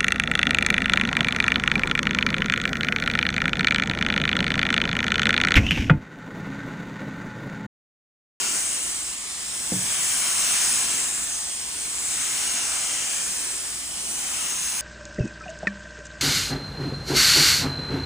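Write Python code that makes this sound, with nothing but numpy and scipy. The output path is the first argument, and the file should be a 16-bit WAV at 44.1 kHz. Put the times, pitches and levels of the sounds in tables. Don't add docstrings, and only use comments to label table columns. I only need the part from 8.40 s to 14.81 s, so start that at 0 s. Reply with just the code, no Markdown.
import sys
import numpy as np
from scipy import signal
from scipy.fft import rfft, irfft, next_fast_len
from scipy.io import wavfile
from scipy.ndimage import uniform_filter1d, map_coordinates

SR = 44100
rng = np.random.default_rng(int(sys.argv[2]) if len(sys.argv) > 2 else 0)


def transcribe(u):
    v = np.clip(np.atleast_2d(u).T, -1, 1)
    q = np.round(v * 32767).astype(np.int16)
    wavfile.write(sys.argv[1], SR, q)


N = 282681

# time_s, relative_db
HISS_RIDE = [(0, -26.5), (0.2, -25.5), (0.55, -28.5), (0.8, -32.5), (1.0, -33), (1.2, -29.5), (1.5, -26),
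             (1.85, -24.5), (2.38, -23), (2.47, -27.5), (2.6, -25.5), (3.25, -31.5), (3.72, -27),
             (3.95, -25.5), (4.8, -25.5), (5.42, -33.5), (5.7, -30), (6.41, -30.5)]
# time_s, relative_db
ROAR_RIDE = [(0, -34.5), (0.2, -36.5), (0.33, -37.3), (0.75, -42.5), (0.98, -42), (1.22, -39.5),
             (1.55, -35), (2.22, -31.5), (2.58, -34.5), (2.7, -38), (3.15, -42), (3.42, -41), (3.8, -36.5),
             (4.15, -34.6), (4.7, -37), (5.2, -41), (5.45, -42.5), (5.72, -40), (6.0, -37), (6.41, -37.5)]


def spray_gun():
    nearness, lean_db = arm_strokes()
    close_mix = np.clip((nearness - 0.15) / 0.67, 0, 1)
    jet = patchy_colour(glancing_echo(air_jet(close_mix), nearness))
    roar = filtered(jet, lambda hz: below(hz, 6800, order=6))
    whistles = patchy_colour((stroke_bands(nearness) + edge_tones())[None])
    hiss = sizzle(jet - roar + whistles)
    roar = housing_shadow(roar, lean_db - 0.85 - 2.6 * close_mix)
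    roar_gain = amp(envelope(ROAR_RIDE) + 11.5 - 1.37 * close_mix + 0.31 * wobble(21.8))
    flutter_db = 0.35 * wobble(25) + 0.3 * wobble(8)
    hiss_gain = amp(envelope(HISS_RIDE) + 0.27 + 1.46 * close_mix + flutter_db)
    return roar_gain * roar + hiss_gain * hiss


ARM_TURNS = [-.25, .87, 2.15, 3.23, 4.26, 5.44, 6.38]


def arm_strokes(cross_s=0.43, cross_spread_s=0.14):
    t = np.arange(N) / SR
    nearness = np.cos(np.pi / 2 * np.interp(t, ARM_TURNS, np.arange(len(ARM_TURNS)))) ** 2
    crossing = sum(swell(np.abs(t - turn_s), cross_s, cross_spread_s) for turn_s in ARM_TURNS[::2])
    lean_db = 0.5 + 4.5 * crossing
    return nearness, lean_db


# freq_hz, close_db, away_db
JET_EQ = [(130, -14, -14), (317, -12.5, -13.5), (455, -15, -16), (790, -7, -10), (1090, -9, -9.5),
          (1860, -8, -12), (2320, -4, -8), (3140, -4.5, -8.5), (3540, -8.5, -10), (4640, -7, -9),
          (6450, -2, -3.5), (7100, -1.5, -3)]
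JET_TOP_EQ = [(8000, 0, 0), (9500, -.1, -1.2), (10900, -8.8, -9.8), (13000, -5.8, -8.3),
              (15000, -3.9, -6.4)]
# freq_hz, lean_left_db, likeness_0_to_1, left_lead_rad
IMAGE_CLOSE = [(130, 2, 0.97, 0.1), (330, 0, 0.97, 0.43), (520, 8, 0.6, 1.75), (930, 10.5, 0.42, -1.47),
               (1820, 1.5, 1, 0.19), (2500, 7.5, 0.08, -1.46), (3400, 2.5, 0.5, -1.4),
               (3920, 2, 0.09, 0.55), (5630, 2, 0.04, 0.65), (6250, 1, 1, -0.087)]
IMAGE_AWAY = [(130, 0, 0.92, 0), (318, -2.5, 0.97, 0.37), (513, 1.5, 0.96, 1.5), (1050, 6.5, 0.79, 1.5),
              (1610, -0.5, 0.83, 1.4), (2490, -2, 0.31, -3.5), (3200, 0, 0.12, -0.5),
              (3840, 0.5, 0.24, -2.5), (5050, 2.5, 0.79, -2), (5670, -1.5, 1, -2)]


def air_jet(close_mix):
    eq = list(JET_EQ) + list(JET_TOP_EQ)
    close = turbulence([(hz, db) for hz, db, _ in eq], IMAGE_CLOSE, low_cut_hz=85.5)
    away = turbulence([(hz, db) for hz, _, db in eq], IMAGE_AWAY, low_cut_hz=91)
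    return np.sqrt(close_mix) * close + np.sqrt(1 - close_mix) * away


# freq_hz, lean_left_db, likeness_0_to_1, left_lead_rad
IMAGE_TREBLE = [(7700, 0, .97, 0), (9500, 0, .92, -.1), (10250, 0, .4, -1.3), (11000, 0, .997, -3.12),
                (14300, 0, .999, -3.14), (15400, 0, .5, -3.5)]


def turbulence(eq, image, low_cut_hz):
    size = next_fast_len(N)
    hz = np.fft.rfftfreq(size, 1 / SR)
    lean_db, likeness, lead_rad = along(list(image) + list(IMAGE_TREBLE), hz)
    width_rad = np.arccos(np.clip(likeness, 0, 1)) / 2
    mid, side = rfft(rng.standard_normal((2, size))) * [np.cos(width_rad), np.sin(width_rad)]
    pan = np.array([amp(lean_db / 2) * np.exp(1j * lead_rad), amp(-lean_db / 2)])
    pan /= np.linalg.norm(pan, axis=0)
    colour = amp(along(eq, hz)[0]) * (1 - below(hz, low_cut_hz, order=4))
    pair = irfft(colour * pan * [mid + side, mid - side], size)[:, :N]
    return pair / rms(pair.mean(axis=0))


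# peak_s, spread_s, pitch_hz, glide_hz_per_s, width_hz, relative_db
EDGE_WHISTLES = [(0.668, .06, 7630, 2197, 300, -7), (.68, 0.051, 5140, 0, 400, -12.5),
                 (0.95, 0.19, 3894, 1, 1000, -15), (1.08, 0.19, 5300, 900, 600, -12.5),
                 (1.16, .06, 9200, -800, 600, -8), (1.372, 0.19, 7800, -900, 360, -10),
                 (1.38, 0.097, 6480, -2, 420, -14), (2.05, 0.069, 7530, 0, 180, -14),
                 (2.676, 0.23, 7500, -1200, 340, -8.5), (2.93, 0.059, 6300, 0, 450, -8.5),
                 (3.073, .1, 5420, 0, 700, -23), (3.1, 0.13, 8240, 500, 460, -8.5),
                 (3.403, 0.098, 9030, 0, 420, -7), (3.611, 0.11, 7740, -300, 420, -6.5),
                 (4.32, .13, 9360, -3, 600, -14), (4.499, 0.12, 3030, 0, 480, -16.5),
                 (5.14, .08, 8000, 2200, 340, -13), (5.417, 0.1, 5280, 0, 600, -14),
                 (6.223, 0.23, 6350, -300, 520, -7)]


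def edge_tones():
    t = np.arange(N) / SR
    out = np.zeros(N)
    for peak_s, spread_s, pitch_hz, glide, width_hz, db in EDGE_WHISTLES:
        eddies = filtered(rng.standard_normal((2, N)), lambda hz: below(hz, width_hz / 2, order=2))
        cycles = (pitch_hz + glide * (t - peak_s) / 2) * (t - peak_s)
        tone = ((eddies[0] + 1j * eddies[1]) * np.exp(2j * np.pi * cycles)).real
        out += amp(db) * swell(t, peak_s, spread_s) * tone / rms(tone)
    return out


# nearness_0_to_1, nearness_spread, pitch_hz, width_hz, relative_db
AIRY_BANDS = [(0.55, 0.095, 8180, 430, -12.5), (0.24, 0.03, 9000, 420, -16), (0.02, 0.17, 3220, 550, -19.5),
              (0.56, 0.37, 6440, 450, -18), (0.94, 0.11, 6000, 910, -19), (0.06, 0.14, 5370, 1100, -15)]


def stroke_bands(nearness):
    return sum(amp(db) * swell(nearness, place, spread) * narrow_noise(pitch_hz, width_hz)
               for place, spread, pitch_hz, width_hz, db in AIRY_BANDS)


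# time_s, gain_db
SIZZLE_RIDE = [(0, -3), (0.8, -3.5), (1.25, -1.5), (1.65, -1.5), (2.3, -1), (2.7, -3), (4.0, -3.5),
               (4.6, -7), (5.0, -1.5), (6.41, 1.2)]


def sizzle(hiss):
    top = filtered(hiss, lambda hz: 1 - below(hz, 8800, order=16))
    return hiss + top * (amp(envelope(SIZZLE_RIDE)) - 1)


def housing_shadow(roar, lean_db):
    mids = filtered(roar, lambda hz: below(hz, 4100, order=8) - below(hz, 820, order=6))
    return roar + mids * (amp([lean_db / 2, -lean_db / 2]) - 1)


def patchy_colour(x, depth_db=1.45):
    spectrum = signal.stft(x, nperseg=1024)[2]
    patches = rng.standard_normal(spectrum.shape[1:])
    for _ in range(2):
        patches = uniform_filter1d(patches, size=4, axis=0)
        patches = uniform_filter1d(patches, size=15, axis=1)
    out = signal.istft(spectrum * amp(depth_db * patches / rms(patches)), nperseg=1024)[1][:, :N]
    return out * rms(x) / rms(out)


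def glancing_echo(jet, nearness, away_ms=0.424, close_ms=0.762, echo_db=-22):
    lag = (away_ms + (close_ms - away_ms) * nearness) * SR / 1000
    echo = np.array([map_coordinates(channel, [np.arange(N) - lag], order=3) for channel in jet])
    return (jet + amp(echo_db) * echo) / np.hypot(1, amp(echo_db))


# start_s, gain_db
BUMP_HITS = [(1.3184, -17.5)]
# pitch_hz, relative_db, t60_s, rise_s
HOLLOW_MODES = [(104, -15, 0.49, 0.005), (120.7, -13, 0.46, 0.0055), (146, -13.5, 0.38, 0.0055),
                (186.4, -4, 0.33, 0.01), (212, -16, 0.14, .006), (222, 20, 0.026, 0.0059),
                (274, 3, 0.05, 0.0052), (296.5, -7.5, 0.19, 0.01), (415, -21.5, 0.31, 0.0017),
                (506, -5, 0.057, 0.002), (720, -12.5, 0.045, 0.0011), (824, -18, 0.06, .001)]


def hollow_bump():
    t = np.arange(SR) / SR
    ring = np.zeros(SR)
    for pitch_hz, db, t60_s, rise_s in HOLLOW_MODES:
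        attack = (1 - np.exp(-t / rise_s)) ** 2
        ring += amp(db - 60 * t / t60_s) * attack * np.sin(2 * np.pi * pitch_hz * t)
    out = np.zeros(N)
    for start_s, db in BUMP_HITS:
        out[round(start_s * SR):][:len(t)] += amp(db) * ring
    return signal.sosfilt(signal.butter(2, 80, "highpass", fs=SR, output="sos"), out)


# freq_hz, t60_s
SHOP_DECAY = [(100, 0.3), (400, 0.41), (2000, 0.22)]


def shop_echo(x):
    hz, t, spectrum = signal.stft(rng.standard_normal((2, SR // 2)), SR, nperseg=256)
    t60_s = along(SHOP_DECAY, hz)[0][:, None]
    tail = signal.istft(spectrum * amp(-60 * t / t60_s), SR, nperseg=256)[1]
    return signal.fftconvolve(x[None], tail / np.linalg.norm(tail[0]), axes=1)[:, :N]


# freq_hz, relative_db
RUMBLE_EQ = [(20, -30), (35, -8.5), (55, 2), (80, -5.5), (130, -12), (300, -12), (700, -44), (3000, -80)]


def shop_rumble(level_db=-55):
    noise = filtered(rng.standard_normal(N), lambda hz: amp(along(RUMBLE_EQ, hz)[0]))
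    return amp(level_db) * noise / rms(noise)


def amp(db):
    return 10 ** (np.asarray(db) / 20)


def rms(x):
    return np.sqrt(np.mean(x ** 2) + 1e-20)


def along(rows, hz):
    freq_hz, *columns = np.transpose(rows)
    return [np.interp(np.log(hz + 1), np.log(freq_hz + 1), column) for column in columns]


def envelope(rows):
    return np.interp(np.arange(N) / SR, *np.transpose(rows))


def wobble(rate_hz):
    knots = rng.standard_normal(int(N * rate_hz / SR) + 4)
    return map_coordinates(knots, [np.arange(N) * rate_hz / SR])


def swell(x, centre, spread):
    return np.exp(-((x - centre) / spread) ** 2 / 2)


def filtered(x, response):
    size = next_fast_len(N + SR // 2)
    return irfft(rfft(x, size) * response(np.fft.rfftfreq(size, 1 / SR)), size)[..., :N]


def below(hz, edge_hz, order):
    return 1 / (1 + (hz / edge_hz) ** order)


def narrow_noise(centre_hz, width_hz):
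    band = filtered(rng.standard_normal(N), lambda hz: below(hz - centre_hz, width_hz / 2, order=2))
    return band / rms(band)


def scene():
    thud = hollow_bump()
    return spray_gun() + thud + amp(-23) * shop_echo(thud) + shop_rumble()


def record(dry):
    return filtered(dry, lambda hz: hz < 15520)


dry = scene()
out = record(dry)
transcribe(out)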